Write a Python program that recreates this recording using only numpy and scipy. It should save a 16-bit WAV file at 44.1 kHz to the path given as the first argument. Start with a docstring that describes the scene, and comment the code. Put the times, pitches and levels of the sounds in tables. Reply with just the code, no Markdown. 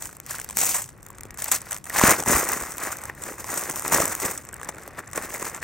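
"""Paper wrapper torn off card tubes

Outdoors, hands tear and crumple a thin paper wrapper off a bundle of card tubes, close to a small stereo microphone.
Fibres and creases snap: clumped showers of clicks and noise patters, shaped by the swell and fade of each pull.
The sheet pops and flaps below them: slower showers in lower bands; damped sines knock and thump.
Behind lies a low rumble of open air: noise shaped in frequency, partly alike in both channels."""
import sys
import numpy as np
from scipy import signal
from scipy.fft import rfft, irfft, next_fast_len
from scipy.io import wavfile
from scipy.ndimage import uniform_filter1d

SR = 44100
rng = np.random.default_rng(int(sys.argv[2]) if len(sys.argv) > 2 else 0)


def store_pcm(level_fs):
    """Save levels as 16-bit WAV."""
    pcm = np.round(np.clip(level_fs, -1, 1) * 32767).astype(np.int16)
    wavfile.write(sys.argv[1], SR, np.atleast_2d(pcm).T)


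N = 248283  # samples


def gain_of(db):
    """Decibels to an amplitude factor."""
    return 10 ** (np.asarray(db) / 20)


def evened(x):
    """Scales to rms 1."""
    return x / np.sqrt(np.mean(x ** 2) + 1e-20)


def read(points, hz):
    """Reads a spectral table on a log-frequency axis."""
    f, value = np.transpose(points)
    return np.interp(np.log(hz + 1), np.log(f + 1), value)


def colour(points):
    """Causal, minimum-phase impulse response of a spectrum, energy 1, so only the table's shape counts."""
    hz = abs(np.fft.fftfreq(4096, 1 / SR))
    log_gain = np.log(gain_of(np.maximum(read(points, hz), -70)))
    phase = -signal.hilbert(log_gain).imag
    taps = np.fft.ifft(np.exp(log_gain + 1j * phase)).real[:2048]
    return taps / np.linalg.norm(taps)


def wander(seconds):
    """Random drift that changes over the given time, rms 1."""
    width = max(round(seconds * SR), 2)
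    drift = uniform_filter1d(rng.standard_normal(N), width)
    return evened(uniform_filter1d(drift, width))


def add(mix, s, sound):
    """Mixes a sound in at a time in seconds, cut at the end of the mix."""
    part = mix[round(s * SR):][:len(sound)]
    part += sound[:len(part)]


# open air behind the paper, spectral shape: (f/Hz, relative level/dB)
AIR_SPECTRUM = [(15, -36), (25, -5), (76, 11), (309, -4.5), (373, -0.5), (416, -9), (1520, -16),
                (3340, -38), (7920, -99.5), (16000, -113)]
# likeness of the air at left and right: (f/Hz, correlation, limited to -1..1)
AIR_LIKENESS = [(60, 0.82), (240, 0.7), (950, 0.17), (3770, -1.1), (15000, -0.08)]
# lean of the stereo microphone, for air and paper alike: (f/Hz, left minus right level/dB)
PORT_LEAN = [(60, 1.5), (150, 2.8), (300, 1.5), (700, .5), (8000, .7), (15000, -.2)]
AIR_DB = -49  # rms over both channels


def air():
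    """Distant rumble: noise spectra that swell gently in patches of time and frequency."""
    frames, hz = N // 256 + 5, np.fft.rfftfreq(1024, 1 / SR)
    a, b, c, d, patches = rng.standard_normal((frames, 513, 5)).T
    patches = uniform_filter1d(patches, 10, axis=0)
    patches = evened(uniform_filter1d(patches, 16, axis=1))
    same = np.clip(read(AIR_LIKENESS, hz), -1, 1)[:, None]
    left, stranger = a + 1j * b, c + 1j * d
    right = same * left + np.sqrt(1 - same ** 2) * stranger
    lean_db = np.multiply.outer([.5, -.5], read(PORT_LEAN, hz))[..., None]
    spectra = np.array([left, right])
    spectra *= gain_of(read(AIR_SPECTRUM, hz)[:, None] + 0.8 * patches + lean_db)
    sound = signal.istft(spectra, nperseg=1024, noverlap=768)[1][:, :N]
    return gain_of(AIR_DB) * evened(sound)


# fingers never quite rest on the paper: (t/s, crackle level/dB)
FIDGETING = [(0, -66), (0.5, -59), (0.9, -65.5), (1.15, -58), (1.35, -59), (1.6, -56.5), (1.825, -66),
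             (2.6, -47), (3.15, -55), (4.3, -62), (4.65, -51.5), (5.08, -55), (5.3, -49), (5.63, -56)]
FIDGET_POP_DB, FIDGET_FLAP_DB, FIDGET_RIP_DB = 9, 0.5, -24  # relative to its crackle
# pulls of the hands: (full strength t/s, swell/s, hold/s, fade/s, crackle level/dB,
#                      sheet pops above crackle/dB, tearing from 0 crumple to 1 rip)
HAND_PULLS = [(0.031, 0.064, 0.01, 0.12, -37, -5, 0.44), (0.15, .05, 0.0047, .03, -48.5, -4, 1),
              (0.304, 0.064, 0.026, 0.2, -37.5, -2, 0.94), (0.492, .03, 0.038, 0.037, -49, 1, 1),
              (0.587, 0.034, 0.11, 0.14, -23.5, -11.5, 0.55), (1.385, 0.0084, 0.11, 0.027, -39, 0, 1),
              (1.536, 0.035, 0.013, .045, -24.5, -6.5, 0.86), (1.724, 0.24, 0.024, 0.071, -43.5, 4.5, 1),
              (1.865, .025, .05, 0.033, -44.5, 2, 0.65), (1.968, 0.056, 0.065, 0.021, -24, 3, 0.86),
              (2.042, 0.029, 0.075, 0.067, -18, 3.5, 0.53), (2.186, 0.045, 0.0092, 0.054, -29.5, 0.5, 0),
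              (2.283, 0.031, 0.075, 0.18, -20, 0, 0.15), (2.49, 0.22, 0, 0.39, -29, 2, 0.3),
              (2.838, .11, 0.022, 0.16, -33.5, 5.5, 0.64), (3.098, 0.6, 0, 0.032, -45, 7.5, .5),
              (3.29, 0.18, 0, 0.12, -36, 2.5, 0.26), (3.4, 0.037, 0.0027, 0.069, -35.5, 1, 0.27),
              (3.51, 0.1, 0, 0.64, -31, 0.5, 0.32), (3.7, 0.061, 0.00099, 0.027, -37.5, 6, 0.012),
              (3.764, 0.011, 0.022, .02, -29.5, -8.5, 0), (3.856, 0.054, 0.078, 0.02, -31, 0.5, 0.11),
              (3.924, .015, 0.025, 0.24, -21.5, 1.5, 0.18), (4.109, 0.12, 0.019, 0.13, -32, 2.5, 0.39),
              (4.23, 0.071, 0.019, 0.16, -27, 0.5, 0.22), (4.69, 0.074, 0, 0.034, -45.5, 10, 0.067),
              (4.78, 0.47, 0.084, 0.5, -51, 6.5, 0), (4.99, 0.043, 0.0069, 0.023, -42, 11.5, 0.15),
              (5.166, 0.03, 0.018, 0.044, -35, 6, 0.24), (5.24, .08, .01, .08, -36, 4.5, 0.5),
              (5.342, 0.11, 0.012, 0.084, -34.5, 1.5, 0.32), (5.407, .05, 0.019, 0.035, -37, 4.5, 0.2),
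              (5.45, 0.033, 0.024, 0.066, -32.5, 1, 0.41), (5.553, 0.11, 0.02, 0.046, -42.5, 7.5, 0.26),
              (5.63, 0.017, 0, .05, -32, 8.5, 0.86)]
SLOPE_DB = 20  # the crackle climbs this much in one swell time and drops it in one fade time
SHEET_FOLLOWS = 0.99  # panels and flaps swell and fade almost exactly as steeply as the fibres
FLAP_DB, RIP_DB = (-4.5, -21), (-11, 2.5)  # flaps above pops, rip above crackle: (crumpling, tearing)


def strength():
    """Envelopes of crackle, pops, flaps and rip: pulls swell, hold and fade; the loudest pull or the fidgeting rules."""
    t = np.arange(0, N + 64, 64)[:, None] / SR
    s, swell, hold, fade, pull_db, pop_db, tear = np.transpose(HAND_PULLS)
    early, late = np.maximum(s - t, 0), np.maximum(t - s - hold, 0)
    drop_db = SLOPE_DB * (early / swell + late / fade)
    flap_db, rip_db = (crumple + (rip - crumple) * tear for crumple, rip in (FLAP_DB, RIP_DB))
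    crackle_db = pull_db - drop_db
    sheet_db = pull_db + pop_db - SHEET_FOLLOWS * drop_db
    layers_db = (crackle_db, sheet_db, sheet_db + flap_db, crackle_db + rip_db)
    idle_db = np.interp(t[:, 0], *np.transpose(FIDGETING))
    envelopes = []
    for db, above_db in zip(layers_db, (0, FIDGET_POP_DB, FIDGET_FLAP_DB, FIDGET_RIP_DB)):
        gain = gain_of(np.maximum(db.max(1), idle_db + above_db))
        envelopes.append(np.interp(np.arange(N) / SR, t[:, 0], gain)[:, None])
    return envelopes


def shower(per_s, spread_db, clump_db, rattle_s, count):
    """Clicks of uneven size, clumped in time; each of the count places on the sheet rattles in its own way."""
    size = gain_of(spread_db * np.minimum(rng.exponential(1, N), 4.5))
    size = size * (rng.random(N) < per_s / SR)
    size = size * gain_of(clump_db * wander(0.0048) + clump_db * wander(0.02))
    # level out the slow swells so that the crackle stays fairly steady
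    local_power = uniform_filter1d(uniform_filter1d(size ** 2, 1500), 1500)
    size = size / (local_power + 1e-3 * local_power.mean()) ** .4
    place, t = rng.integers(0, count, N), np.arange(600) / SR
    rattle = rng.standard_normal((count, 600)) * np.exp(-t / rattle_s)
    rattle /= np.linalg.norm(rattle, axis=1, keepdims=True)
    places = [signal.oaconvolve(size * (place == k), rattle[k])[:N] for k in range(count)]
    return evened(np.array(places).T) / np.sqrt(count)


def rubbing():
    """Skin sliding on paper: dull, unsteady noise at one of the six places."""
    rub = rng.standard_normal((N, 1)) * gain_of(10.0 * wander(0.006))[:, None]
    rub = rub * np.eye(6)[3]
    return signal.lfilter(*signal.butter(2, 8000, fs=SR), rub, axis=0)


TICK_EVERY_S = .025  # one tick at a random moment of each such slot
TICK_DB, TICK_SPREAD_DB = -2.5, 1  # offset, plus or minus the spread
TICK_FOLLOWS = 0.76  # below 1, so ticks stand out most in light handling
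TICK_T60_S = 0.0043  # times 0.5 to 1.5, before the shortest snap time applies


def ticks(crackle):
    """Lesser creases: they let go at uneven moments, harder the harder the paper is worked."""
    slots = np.arange(0, N / SR - TICK_EVERY_S, TICK_EVERY_S)
    when, size, ring = rng.random((len(slots), 3)).T
    s = slots + TICK_EVERY_S * when
    crackle_db = 20 * np.log10(crackle[(s * SR).astype(int), 0])
    db = TICK_FOLLOWS * crackle_db + TICK_DB + TICK_SPREAD_DB * (2 * size - 1)
    return list(zip(s, db, TICK_T60_S * (.5 + ring)))


# single creases that give way: (t/s, rms level at its height/dB, dying time t60/s, at least 0.004)
CREASE_SNAPS = [(0.0227, -23, 0.011), (0.0552, -25.5, 0.012), (0.0993, -40, 0.0066), (0.1282, -34, 0.012),
                (0.168, -32.5, 0.0073), (0.201, -23.5, 0.0035), (0.264, -27, 0.0047),
                (0.3085, -21.5, 0.012), (0.332, -26, 0.0066), (0.361, -33, .011), (0.3844, -20, 0.0039),
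                (0.3993, -22.5, 0.0047), (0.4148, -25.5, .012), (0.4446, -26.5, 0.0099),
                (0.4894, -22.5, .0075), (0.499, -25, 0.0065), (0.5077, -30, 0.02), (0.5277, -33, 0.0091),
                (0.5701, -12.5, 0.013), (0.5873, -15.5, .013), (0.613, -16.5, 0.036), (0.636, -13, 0.0078),
                (0.6534, -21, 0.036), (0.6742, -33, 0.046), (0.6993, -28, 0.052), (0.7424, -19, 0.15),
                (0.7659, -25, .042), (0.78, -27, 0.13), (0.8182, -26, 0.04), (0.8415, -29, .008),
                (0.8595, -32, 0.004), (0.8893, -35, 0.024), (0.977, -48.5, 0.011), (1.007, -50, .006),
                (1.0293, -36, .008), (1.0648, -30, 0.0051), (1.0857, -38, .008), (1.1042, -31, 0.0039),
                (1.1553, -44, 0.0061), (1.177, -44, 0.0053), (1.184, -31.5, 0.0054), (1.2085, -26, 0.0077),
                (1.2342, -28, 0.006), (1.253, -39, 0.0068), (1.307, -27.5, 0.0071), (1.342, -37, .017),
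                (1.3735, -29, 0.011), (1.3897, -30, 0.0067), (1.4206, -20.5, 0.019), (1.4429, -17, 0.0096),
                (1.4808, -26, 0.037), (1.5149, -12.5, 0.05), (1.6165, -28.5, 0.012), (1.7094, -23, 0.023),
                (1.719, -21, 0.015), (1.7292, -19.5, 0.009), (1.7448, -22, 0.0043), (1.7651, -21.5, 0.0037),
                (1.7742, -34, 0.013), (1.7834, -33, 0.0089), (1.8412, -33, 0.02), (1.8553, -29, 0.0067),
                (1.8709, -30.5, .008), (1.8976, -20.5, 0.0067), (2.0367, -11, 0.0037),
                (2.2018, -17.5, 0.0088), (2.2241, -24, 0.016), (2.2362, -21, 0.0081), (2.2602, -25, .016),
                (2.489, -14, 0.0078), (2.519, -18, 0.011), (2.532, -15.5, 0.016), (2.6027, -25, 0.012),
                (2.6212, -23, 0.015), (2.7063, -32, 0.017), (2.7207, -21, 0.0041), (2.7695, -32, 0.015),
                (2.7816, -22.5, 0.0097), (2.8355, -20.5, 0.014), (2.9167, -26.5, 0.078),
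                (2.9697, -21.5, 0.0053), (2.986, -29, .007), (2.9961, -38, 0.0085), (3.016, -33.5, 0.023),
                (3.037, -27.5, 0.012), (3.0545, -23.5, 0.009), (3.0978, -44, 0.011), (3.2202, -32, 0.031),
                (3.2371, -21.5, 0.0073), (3.4433, -22, 0.0037), (3.5407, -23, 0.014),
                (3.5737, -22.5, 0.068), (3.594, -18, 0.0038), (3.611, -27, .015), (3.637, -17, 0.0048),
                (3.6969, -21, 0.02), (3.711, -17, 0.0034), (3.759, -14.5, 0.0033), (3.7953, -18.5, .007),
                (3.8216, -25.5, 0.013), (3.849, -21.5, 0.0083), (3.8796, -16.5, 0.0046),
                (3.922, -17, 0.0084), (3.932, -20, 0.012), (3.9445, -10, 0.023), (4.001, -18, 0.017),
                (4.02, -22, 0.021), (4.054, -18, 0.021), (4.079, -18, .008), (4.1511, -17, 0.0077),
                (4.2, -22, 0.016), (4.2494, -21, 0.039), (4.311, -23, .023), (4.376, -26, .023),
                (4.3909, -41, 0.0089), (4.4508, -30.5, 0.0074), (4.489, -31, 0.0086), (4.5288, -31, 0.0036),
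                (4.5414, -29, 0.0098), (4.565, -35, 0.0086), (4.5841, -50, 0.0054), (4.5978, -39, 0.0091),
                (4.614, -35, 0.011), (4.631, -26, 0.0087), (4.6458, -31, .017), (4.6882, -24, 0.032),
                (4.746, -38, .014), (4.7821, -35, 0.016), (4.833, -42, .02), (4.877, -31.5, .014),
                (4.9911, -33, 0.016), (5.1132, -39, 0.015), (5.132, -25, 0.0086), (5.158, -26, 0.027),
                (5.1759, -20, 0.015), (5.2247, -25, 0.0054), (5.34, -26.5, 0.021), (5.396, -28, .02),
                (5.4257, -21, 0.0079), (5.4984, -24, 0.0047), (5.5462, -27, 0.014), (5.563, -33.5, .015)]
SNAP_TILT = .6  # each crease is duller or brighter than the next
SNAP_POP_DB, SNAP_POP_FOLLOWS = -14.5, 0.83  # sheet pop under each snap, relatively less under hard ones
SNAP_POP_SPREAD_DB = 3.5  # times -1.5 to 0.5 at random


def snaps(crackle, count):
    """Each crease lets go in a quick swelling and dying patter; returns the drive of fibres and of panels."""
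    out, t = np.zeros((2, count, N)), np.arange(3000) / SR
    for s, snap_db, t60 in list(CREASE_SNAPS) + ticks(crackle):
        jolts, chance = rng.standard_normal((2, 3000)), rng.random(3000)
        t60, place = max(t60, .004), int(chance[0] * count)
        shape = gain_of(-60 * t / t60) * (1 - np.exp(-t / min(0.02 * t60, .0012)))
        shape /= shape.max()
        lumps = uniform_filter1d(1. * (chance < .02), size=14)  # fibres part in lumps
        patter = shape * jolts * (1 + 3.3 * lumps)
        patter[0, 1:] += SNAP_TILT * (2 * chance[1] - 1) * patter[0, :-1]
        patter *= np.linalg.norm(shape) / np.linalg.norm(patter, axis=1, keepdims=True)
        pop_db = SNAP_POP_FOLLOWS * snap_db + SNAP_POP_DB + SNAP_POP_SPREAD_DB * (2 * chance[2] - 1.5)
        add(out[0, place], s, gain_of(snap_db) * patter[0])
        add(out[1, place], s, gain_of(pop_db) * patter[1])
    return out.transpose(0, 2, 1)


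# panels and tubes that knock with a pitch: (t/s, level/dB, starting f/Hz)
PITCHED_KNOCKS = [(0.0922, -32, 1350), (0.314, -23.5, 1720), (0.3448, -21.5, 1500), (0.3914, -24.5, 1600),
                  (0.4982, -29, 1010), (0.569, -29, 220), (0.6325, -17, 790), (1.1025, -29.5, 1120),
                  (1.184, -33.5, 1310), (1.254, -29.5, 415), (1.306, -31.5, 1960), (1.4223, -23, 1830),
                  (1.4864, -25, 950), (1.726, -22.5, 1790), (1.9017, -18.5, 1960), (2.0134, -2.5, 1100),
                  (2.0376, -2, 246), (2.1345, -14.5, 2150), (2.1977, -16.5, 895), (2.2245, -19, 840),
                  (2.2357, -26, 1440), (2.261, -16.5, 930), (2.2777, -12.5, 291), (2.3164, -17.5, 408),
                  (2.352, -13, 1350), (2.5286, -17, 1230), (2.637, -22, 1090), (2.9278, -19, 1480),
                  (3.098, -18.5, 1900), (3.2881, -25, 620), (3.4432, -25, 1000), (3.5166, -26, 473),
                  (3.6942, -24, 1040), (3.7391, -24, 922), (3.7649, -21.5, 1130), (3.823, -25, 1140),
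                  (3.8509, -19.5, 970), (3.9224, -13.5, 930), (3.9481, -12.5, 457), (3.9894, -19, 343),
                  (4.003, -9, 665), (4.0216, -12.5, 1240), (4.0534, -26, 530), (4.2525, -18.5, 228),
                  (4.5339, -28, 1600), (4.599, -31, 1240), (4.6147, -25, 1150), (4.6314, -24.5, 1740),
                  (4.6709, -29, 1040), (4.691, -21, 760), (4.7835, -28.5, 1460), (4.8775, -26.5, 575),
                  (4.991, -28, 1190), (5.1775, -17.5, 517), (5.248, -25.5, 377), (5.3042, -26, 2200),
                  (5.348, -23, 2180), (5.427, -21, 1120)]
SLAP_DB, SLAP_T60_S = -10.5, 0.0091  # each knock starts with a dull slap, relative to its ring


def knocks():
    """Short damped rings that sag in pitch, the low ones lasting longer, each with a slap of smoothed noise."""
    out, t = np.zeros(N), np.arange(4000) / SR
    for s, db, hz in PITCHED_KNOCKS:
        t60 = 0.012 + 2.2 / hz
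        ring = np.sin(2 * np.pi * hz * t * (1 - 6 * t)) * (1 - np.exp(-t / 0.00015))
        slap = evened(uniform_filter1d(rng.standard_normal(4000), size=9))
        add(out, s, gain_of(db - 60 * t / t60) * ring)
        add(out, s, gain_of(db + SLAP_DB - 60 * t / SLAP_T60_S) * slap)
    return out


# air shoved at the microphone by hard pulls: (t/s, level/dB, f/Hz)
AIR_THUMPS = [(2.084, -13.5, 161), (2.279, -21, 247), (2.346, -18.5, 65), (2.617, -31, 57.3),
              (3.927, -29, 170), (4.038, -20.5, 252)]


def thumps():
    """Slow swings of air: sines that die to 1/e within 0.82 of a cycle."""
    out, t = np.zeros(N), np.arange(4000) / SR
    for s, db, hz in AIR_THUMPS:
        add(out, s, gain_of(db) * np.sin(2 * np.pi * hz * t) * np.exp(-hz * t / 0.82))
    return out


# phase between the microphone's ports: (f/Hz, left lead/rad, before each direction's turn factor)
PORT_LEAD = [(0, 0), (4650, .2), (6550, .9), (9470, 1.5), (12100, 2.0), (16300, 3.1)]


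def ports(sounds, turns, lean_db):
    """Sounds from different directions reach the two ports with more or less of the phase lead and of the level."""
    size = next_fast_len(N + 512)
    hz = np.fft.rfftfreq(size, 1 / SR)[:, None]
    half = np.exp(.5j * read(PORT_LEAD, hz) * turns) * gain_of((read(PORT_LEAN, hz) + lean_db) / 2)
    # treble bounces off the hands, differently to each port
    lag_s = rng.uniform(0.000308, 0.00153, (2, 1, len(turns)))
    bounce = 1 + 0.28 * hz / (hz + 3000) * np.exp(-2j * np.pi * hz * lag_s)
    spectra = rfft(sounds, size, axis=0)
    both = np.array([spectra * half, spectra / half]) * bounce
    return irfft(both.sum(2), size)[:, :N]


# spectral shapes at the microphone, each: (f/Hz, relative level per Hz/dB)
FIBRE_SPECTRUM = [(2650, -20.5), (4500, -22.5), (5600, -7.5), (6600, -4.5), (7900, 0.5), (9200, -3.5),
                  (10100, -11), (10600, -24.5), (11300, -9.5), (13200, -3.5), (15200, -8), (16000, -9)]  # snapping fibres
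RIP_SPECTRUM = [(1500, -14.5), (2400, -3.5), (3300, -10.5), (4500, -10), (6000, -8)]  # the tearing edge
SHEET_SPECTRUM = [(260, -28.5), (500, -6), (700, -1.5), (1100, -0.5), (1900, -2.5), (2500, -9),
                  (3200, -19.5), (4500, -27), (6000, -49)]  # popping panels of paper
FLAP_SPECTRUM = [(20, -41), (60, -11), (170, -1), (320, 4.5), (550, 2), (900, -19.5)]  # air pushed by the sheet


def paper():
    """Several sizes of release share the same pull: fibres, the tearing edge, panels and the whole sheet."""
    crackle, pop, flap, rip = strength()
    fibres = shower(per_s=4000, spread_db=3.5, clump_db=2.0, rattle_s=0.00066, count=6)
    edge = shower(per_s=2500, spread_db=2.5, clump_db=3.5, rattle_s=0.0005, count=6)
    panels = shower(per_s=2200, spread_db=3.5, clump_db=2.0, rattle_s=0.0014, count=6)
    pushes = shower(per_s=300, spread_db=3.5, clump_db=0.5, rattle_s=0.0019, count=6)
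    # a parting fibre also kicks what lies beside it
    edge = 0.18 * fibres + 0.76 * edge
    panels = 0.13 * fibres + 0.58 * panels
    fine, coarse = snaps(crackle, count=6)
    # in light handling a soft, dull rub replaces the fibre shower; ticks carry on over it
    gentle = 1 / (1 + (crackle / gain_of(-52)) ** 3)
    fibres = 0.75 * gentle * rubbing() + np.clip(1 - 1.74 * gentle, 0, 1) * fibres
    torn_snaps = 0.19 * fine * (rip / crackle) ** .3
    layers = ((fibres * crackle + fine, FIBRE_SPECTRUM), (edge * rip + torn_snaps, RIP_SPECTRUM),
              (panels * pop + coarse, SHEET_SPECTRUM), (pushes * flap, FLAP_SPECTRUM))
    sound = sum(signal.oaconvolve(x, colour(shape)[:, None], axes=0)[:N] for x, shape in layers)
    sound[:, 2] += knocks() + thumps()
    lean_db = np.array([2.0, 0.85, -0.22, -0.85, -1.2, 0.93])
    return ports(sound, turns=np.linspace(.3, 1.5, 6), lean_db=lean_db)


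def scene():
    """Paper in the hands, close to the microphone, over the open air."""
    return paper() + air()


EDGE_HZ = 15900  # upper band limit


def record(dry):
    """The microphone drops the deepest bass, the converter clips at full scale; then the band limit."""
    thinned = signal.lfilter(*signal.butter(2, 32, "high", fs=SR), dry)
    clipped = np.clip(thinned, -1, 1)
    lowpass = signal.firwin(511, EDGE_HZ, window=("kaiser", 9), fs=SR)
    return signal.oaconvolve(clipped, lowpass[None], "same")


dry = scene()
out = record(dry)
store_pcm(out)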